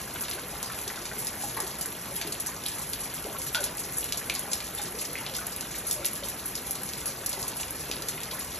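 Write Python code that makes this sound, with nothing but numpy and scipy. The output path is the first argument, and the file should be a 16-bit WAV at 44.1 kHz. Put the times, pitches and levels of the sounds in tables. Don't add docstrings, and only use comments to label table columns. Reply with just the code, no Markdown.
import sys
import numpy as np
from scipy import signal
from scipy.fft import rfft, irfft, next_fast_len
from scipy.io import wavfile
from scipy.ndimage import uniform_filter1d

SR = 44100
rng = np.random.default_rng(int(sys.argv[2]) if len(sys.argv) > 2 else 0)


def transcribe(signal):
    frames = np.atleast_2d(signal).T
    limited = np.clip(frames, -1, 1)
    pcm = np.round(limited * 32767).astype(np.int16)
    wavfile.write(sys.argv[1], SR, pcm)


N = 378819
GRAIN = 1024
TOP_HZ = 15650
SKIRT_DB, SKIRT_POWER = 5, 0.44

# band_hz, level_db (re unit white noise)
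WASH_SPECTRUM = [(20, -30), (35, -42), (54, -22), (92, -28), (125, -23.5), (190, -25), (270, -27.5),
                 (560, -30.5), (1150, -33), (2200, -36.5), (4000, -43), (7000, -40.5), (11000, -42),
                 (14000, -35.5)]
# start_s, bright_hz, level_db
POND_SLAPS = [(0.158, 1370, -23.5), (.159, 3150, -29.5), (.214, 1620, -27), (.327, 2250, -32),
              (.382, 1450, -30), (.526, 790, -27.5), (.602, 2780, -32), (.63, 940, -27),
              (.697, 1460, -22.5), (.901, 1880, -27), (.904, 950, -28), (.974, 1590, -28),
              (1.114, 1630, -25), (1.569, 1020, -19), (1.574, 1750, -23), (1.582, 570, -27.5),
              (1.602, 1650, -24.5), (1.853, 1600, -28), (2.214, 2110, -23), (2.248, 434, -23),
              (2.46, 1690, -28), (2.658, 3700, -26), (2.662, 3800, -22), (2.678, 2950, -35),
              (2.717, 4040, -32), (2.759, 1120, -27), (3.179, 3200, -30), (3.262, 670, -24),
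              (3.547, 3000, -18.5), (3.551, 900, -20), (3.578, 620, -21), (3.633, 3400, -27),
              (4.029, 3070, -27), (4.214, 2000, -28), (4.3, 2480, -28), (4.475, 600, -27),
              (4.477, 1050, -25), (4.779, 3470, -29), (4.796, 1850, -25.5), (4.849, 1590, -26.5),
              (5.017, 2500, -29), (5.075, 460, -25.5), (5.154, 2190, -20.5), (5.187, 2470, -28),
              (5.21, 1000, -26.5), (5.264, 3500, -27.5), (5.415, 1410, -24), (5.745, 2090, -28),
              (6.047, 2640, -24), (6.235, 3640, -25.5), (7.382, 583, -26), (7.437, 1130, -25),
              (7.631, 2680, -27), (7.915, 3650, -28), (8.178, 2670, -29), (8.213, 3200, -36),
              (8.35, 1500, -30)]
# start_s, level_db, bright_hz, spray_db (re smack energy)
STONE_DROPS = [(0.209, -33.5, 9000, -4), (.237, -34.5, 4200, 1), (0.2825, -31, 2800, 5),
               (0.3124, -30, 3900, -12), (0.629, -31.5, 7300, -9), (0.8777, -30, 5000, 4),
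               (.959, -37.5, 4840, 1), (1.0551, -33, 5100, -6), (1.27, -29, 6030, -8),
               (1.6028, -28.5, 8540, -6), (1.811, -29.5, 7600, 6), (1.859, -32, 9500, -6),
               (2.165, -33.5, 11800, -12), (2.2138, -28, 4000, 1), (2.274, -37, 11500, -6),
               (2.323, -30.5, 5800, 9), (2.4, -31.5, 8200, 10), (2.463, -31, 8360, 3),
               (2.663, -31.5, 11000, 0), (2.785, -35.5, 9000, 8), (2.8993, -35, 12800, -16),
               (2.934, -31, 4600, 0), (3.139, -34, 11500, 4), (3.4177, -33.5, 7000, -3),
               (3.5473, -21.5, 3660, -1), (3.607, -36, 11500, -2), (3.6406, -26, 6700, -6),
               (3.9845, -29.5, 11000, -12), (4.043, -31.5, 9000, -10), (4.1235, -24.5, 4250, -10),
               (4.2978, -24.5, 3400, -10), (4.351, -29, 5300, 6), (4.394, -31.5, 8340, -7),
               (4.5327, -24, 6200, -12), (4.604, -32, 3200, -8), (4.75, -35, 11000, -8),
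               (4.8168, -33, 7200, 5), (4.988, -32, 5460, 8), (5.132, -36.5, 11500, -12),
               (5.2643, -35, 4500, 0), (5.3383, -37, 4450, 2), (5.347, -28, 5150, 16),
               (5.363, -33, 6500, 14), (5.383, -37, 7000, 9), (5.4685, -33.5, 10000, -10),
               (5.563, -34, 11500, -6), (5.6095, -32, 6560, -12), (5.76, -37.5, 4200, -3),
               (5.911, -25, 7400, -1), (5.926, -30, 12000, 10), (6.047, -30.5, 4370, -19),
               (6.055, -26, 10400, -3), (6.062, -27, 6900, -18), (6.133, -35, 11500, -4),
               (6.16, -38, 3900, -5), (6.286, -31.5, 10500, 3), (6.458, -32, 11500, 4),
               (6.554, -29.5, 6340, -2), (6.7095, -26, 11400, -6), (6.753, -34.5, 6000, 4),
               (6.8343, -35.5, 10000, -12), (6.89, -35, 6200, 4), (6.935, -32.5, 4700, -17),
               (7.058, -34, 6500, -6), (7.2616, -27.5, 7700, -2), (7.293, -31.5, 9250, 0),
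               (7.3296, -30, 5100, 3), (7.395, -38, 11500, -2), (7.428, -30.5, 6000, -2),
               (7.4809, -30.5, 9000, -4), (7.599, -31, 3730, 17), (7.708, -34, 12000, -14),
               (7.914, -26.5, 3850, -12), (8.022, -34, 5000, -3), (8.086, -27, 7200, -2),
               (8.234, -34, 4600, -7), (8.313, -35.5, 3600, 10), (8.41, -37.5, 4570, -1)]
# start_s, pitch_hz (at onset), level_db, ring_s (decay constant)
RINGING_DRIPS = [(.382, 1520, -45, .004), (.53, 550, -47, 0.0064), (.697, 1440, -45, .005),
                 (.87, 396, -44, 0.0077), (.901, 1850, -42, .004), (1.437, 812, -39.5, 0.017),
                 (1.57, 1051, -40.5, 0.032), (2.113, 560, -46, .009), (2.247, 308, -41.5, 0.006),
                 (2.49, 1056, -45, 0.0069), (3.25, 426, -38, 0.011), (3.348, 1074, -42, 0.018),
                 (3.36, 1330, -45, .009), (3.548, 1410, -33, 0.026), (3.549, 1474, -33.5, 0.028),
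                 (3.585, 1510, -41, .014), (4.214, 1750, -43, .007), (4.299, 2310, -35, 0.0033),
                 (4.782, 3550, -40, 0.017), (4.792, 820, -42, .011), (4.945, 445, -42, 0.011),
                 (5.386, 1430, -42, 0.013), (5.479, 1760, -49, 0.0065), (5.96, 587, -44, 0.021),
                 (5.993, 549, -41, 0.017), (6.225, 549, -42.5, 0.016), (7.898, 426, -39, .014),
                 (8.33, 1025, -45, 0.012)]
# delay_s, echo_db
NEAR_SURFACES = [(.0027, -8), (.0071, -11.5), (.0095, -20)]
# band_hz, t60_s, level_db (re direct sound)
YARD_REVERB = [(520, 0.39, 5), (1580, 0.62, -5), (4430, 0.18, -3), (11000, 0.13, -6)]
# band_hz, left_lead_rad, side_db (diffuse side minus mid)
STEREO = [(100, 0, -38), (300, 0, -21), (600, .1, -10), (1450, 0, -9), (1850, 0, -24), (2700, .53, -12),
          (3900, .64, -10), (4550, 1.45, -8), (4870, 3.14, -22), (5250, 5.4, -8), (5950, 6.3, -22),
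          (7200, 7.68, -6), (8000, 8.6, -10), (8700, 9.38, -24), (9500, 9.48, -24), (9900, 10, -13),
          (11600, 11.74, -8), (12200, 12.55, -18), (13800, 12.7, -12), (14800, 15.5, -4)]
# band_hz, gain_db
TREBLE_RESONANCE = [(7000, 0.5), (9500, 4), (11100, 10.5), (11700, 5), (13000, -6.5), (14200, -33)]
# band_hz, left_minus_right_db
STEREO_TILT = [(200, 0), (600, 1.9), (1300, .8), (2000, 0)]


def undb(db):
    return 10 ** (np.asarray(db) / 20)


def unit(rows):
    return rows / np.linalg.norm(rows, axis=-1, keepdims=True)


def on_log_axis(hz, points_hz, values):
    return np.interp(np.log(hz + 1), np.log(points_hz), values)


def filtered(x, response):
    length = x.shape[-1]
    size = next_fast_len(length + GRAIN)
    hz = np.arange(size // 2 + 1) * SR / size
    return irfft(rfft(x, size) * response(hz), size)[..., :length]


def scatter(start_s, grains):
    index = (np.abs(start_s) * SR).astype(int)[:, None] + np.arange(grains.shape[1])
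    return np.bincount(index.ravel(), grains.ravel(), N)[:N]


def hump(centre_hz, skirt_db):
    hz = np.fft.rfftfreq(GRAIN, 1 / SR)
    octaves = np.log2((hz + 1) / centre_hz[:, None])
    return -skirt_db * (np.hypot(1, 2 * octaves) - 1)


def wash(level_db, flicker_db):
    white = rng.standard_normal((2, N))
    noise = filtered(white, lambda hz: undb(on_log_axis(hz, *np.transpose(WASH_SPECTRUM))))
    hz, _, cells = signal.stft(noise, fs=SR, nperseg=GRAIN)
    flicker = rng.standard_normal(cells.shape[1:])
    flicker = uniform_filter1d(flicker, size=7, axis=0)
    flicker = uniform_filter1d(flicker, size=2, axis=1)
    depth_db = flicker_db * (hz / (hz + 500))[:, None]
    gain = undb(level_db + depth_db * flicker / flicker.std())
    return signal.istft(cells * gain)[1][:, :N]


def splashes(start_s, spectra_db, smack_s, spray_s, spray_db, echo_spread):
    count = len(start_s)
    t, hz = np.arange(GRAIN) / SR, np.fft.rfftfreq(GRAIN, 1 / SR)
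    decaying = rng.standard_normal((count, GRAIN)) * np.exp(-t / smack_s)
    smack = irfft(np.exp(1j * np.angle(rfft(decaying))))
    clumps = rng.exponential(size=(count, GRAIN // 16)).repeat(16, axis=1) ** 1.5
    spray = unit(rng.standard_normal((count, GRAIN)) * clumps * np.exp(-t / spray_s))
    burst = unit(smack + undb(spray_db) * spray)
    paths = 1
    for delay_s, echo_db in NEAR_SURFACES:
        drop_delay_s = delay_s * (1 + echo_spread * rng.uniform(-1, 1, (count, 1)))
        paths = paths + undb(echo_db) * np.exp(-2j * np.pi * hz * drop_delay_s)
    cepstrum = irfft(np.log(undb(spectra_db)))
    fold = np.r_[1, np.full(GRAIN // 2 - 1, 2), 1, np.zeros(GRAIN // 2 - 1)]
    colour = np.exp(rfft(cepstrum * fold))
    return scatter(start_s, irfft(rfft(burst) * paths * colour))


def patter(count, level_db, spread_db, low_hz, high_hz, skirt_db):
    when, size, colour = rng.random((count, 3)).T
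    bright_hz = low_hz * (high_hz / low_hz) ** colour
    spectra_db = (level_db + spread_db * size ** 2)[:, None] + hump(bright_hz, skirt_db)
    return splashes(when * N / SR, spectra_db, smack_s=0.00019, spray_s=0.0029, spray_db=-3.0,
                    echo_spread=0.28)


def rings(start_s, pitch_hz, level_db, ring_s, glide, rough, size):
    t = np.arange(size) / SR
    age = t / ring_s[:, None]
    cycles = (pitch_hz * ring_s)[:, None] * (age + glide * (age - 1 + np.exp(-age)))
    churn = uniform_filter1d(rng.standard_normal(age.shape), size=144, axis=1) * np.sqrt(144)
    fade_out = np.cos(np.pi / 2 * t / t[-1])
    tone = np.exp(-age) * np.sin(2 * np.pi * cycles) * (1 + rough * churn) * fade_out
    return scatter(start_s, unit(tone) * undb(level_db)[:, None])


def bubbles(count, level_db, spread_db, low_hz, high_hz):
    when, size, colour = rng.random((count, 3)).T
    pitch_hz = low_hz * (high_hz / low_hz) ** colour
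    return rings(when * N / SR, pitch_hz, level_db + spread_db * size ** 2, 6 / pitch_hz,
                 glide=.07, rough=.4, size=2 * GRAIN)


def on_stone(start_s, level_db, bright_hz, spray_db):
    skirt_db = SKIRT_DB * (bright_hz[:, None] / 4000) ** SKIRT_POWER
    spectra_db = level_db[:, None] + hump(bright_hz, skirt_db)
    return splashes(start_s, spectra_db, smack_s=.00045, spray_s=.0075, spray_db=spray_db[:, None],
                    echo_spread=.12)


def lesser_drops(count, level_db, spread_db, low_hz, high_hz, spray_db):
    when, size, colour = rng.random((count, 3)).T
    start_s = (np.arange(count) + when) / count * N / SR
    bright_hz = low_hz * (high_hz / low_hz) ** colour
    return on_stone(start_s, level_db + spread_db * size, bright_hz, np.full(count, spray_db))


def slaps(gain_db=25.5):
    start_s, bright_hz, level_db = np.transpose(POND_SLAPS)
    spectra_db = level_db[:, None] + hump(bright_hz, skirt_db=21)
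    return undb(gain_db) * splashes(start_s, spectra_db, smack_s=.0006, spray_s=.009, spray_db=-2,
                                    echo_spread=.3)


def froth(count, level_db, fade_db, last_s, octaves):
    start_s, slap_hz, slap_db = np.repeat(POND_SLAPS, count, axis=0).T
    late, colour = rng.random((len(start_s), 2)).T
    pitch_hz = slap_hz * 2 ** (octaves * (2 * colour - 1))
    return rings(start_s + last_s * late, pitch_hz, slap_db + level_db - fade_db * late, 3 / pitch_hz,
                 glide=.1, rough=.4, size=2 * GRAIN)


def near_drops(gain_db=29.0):
    return undb(gain_db) * on_stone(*np.transpose(STONE_DROPS))


def drips(gain_db=30):
    start_s, pitch_hz, level_db, ring_s = np.transpose(RINGING_DRIPS)
    return undb(gain_db) * rings(start_s, pitch_hz, level_db, ring_s, glide=.045, rough=.48,
                                 size=4 * GRAIN)


def yard(x, count=8):
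    t = np.arange(SR // 2) / SR
    band_hz, t60_s, level_db = np.transpose(YARD_REVERB)
    noise = rng.standard_normal((count, 2, len(t)))
    response = 0
    for k, share in enumerate(np.eye(len(YARD_REVERB))):
        decay = np.exp(-np.log(1000) * t / t60_s[k])
        fade = unit(decay * (1 - np.exp(-t / 0.002)))
        band = filtered(noise, lambda hz: on_log_axis(hz, band_hz, share))
        response = response + undb(level_db[k]) * fade * band
    pattern = rng.integers(count, size=N // GRAIN + 1).repeat(GRAIN)[:N]
    gates = uniform_filter1d(np.eye(count)[:, pattern], size=128, axis=1)
    return signal.oaconvolve((gates * x)[:, None], response, axes=2).sum(axis=0)[:, :N]


def scene():
    leaves = patter(count=500, level_db=-21.5, spread_db=13.5, low_hz=3340, high_hz=12900, skirt_db=12)
    ticks = patter(count=90, level_db=-17.0, spread_db=4, low_hz=2840, high_hz=8640, skirt_db=4)
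    fine = patter(count=600, level_db=-30.5, spread_db=19.0, low_hz=6560, high_hz=13200, skirt_db=12.0)
    puddles = patter(count=420, level_db=-25.0, spread_db=16.0, low_hz=915, high_hz=4730, skirt_db=14.0)
    pond = bubbles(count=520, level_db=-32.0, spread_db=11.5, low_hz=327.6, high_hz=2604)
    fizz = bubbles(count=1100, level_db=-36.0, spread_db=11.5, low_hz=1405, high_hz=5800)
    crackle = patter(count=750, level_db=-22.5, spread_db=8.5, low_hz=1600, high_hz=6200, skirt_db=9)
    hidden = patter(count=130, level_db=-9.0, spread_db=14.5, low_hz=6200, high_hz=12600, skirt_db=7.5)
    lesser = lesser_drops(count=18, level_db=-11.5, spread_db=6.5, low_hz=3580, high_hz=12700, spray_db=15)
    splash = slaps() + froth(count=7, level_db=-3.0, fade_db=5, last_s=.075, octaves=0.57)
    stones = near_drops() + lesser
    plops = drips()
    direct = stones + leaves + ticks + fine + puddles + splash + pond + fizz
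    echo = yard(direct + hidden + undb(-6) * plops)
    mid, side = echo + wash(level_db=-2.5, flicker_db=3.0)
    band_hz, _, side_db = np.transpose(STEREO)
    side = filtered(side, lambda hz: undb(on_log_axis(hz, band_hz, side_db)))
    return direct + plops + crackle + np.array([mid + side, mid - side])


def record(dry):
    band_hz, left_lead_rad, _ = np.transpose(STEREO)
    ear = np.array([[.5], [-.5]])

    def tone_gain(hz):
        resonance_db = on_log_axis(hz, *np.transpose(TREBLE_RESONANCE))
        return undb(resonance_db + ear * on_log_axis(hz, *np.transpose(STEREO_TILT)))

    heard = filtered(dry, tone_gain)
    heard = filtered(heard, lambda hz: np.exp(1j * ear * np.interp(hz, band_hz, left_lead_rad)))
    heard = signal.sosfilt(signal.butter(2, 28, "high", fs=SR, output="sos"), heard)
    ceiling = .45
    rounded = ceiling * np.tanh(heard / ceiling)
    return signal.sosfilt(signal.ellip(10, .2, 70, TOP_HZ, fs=SR, output="sos"), rounded)


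dry = scene()
out = record(dry)
transcribe(out)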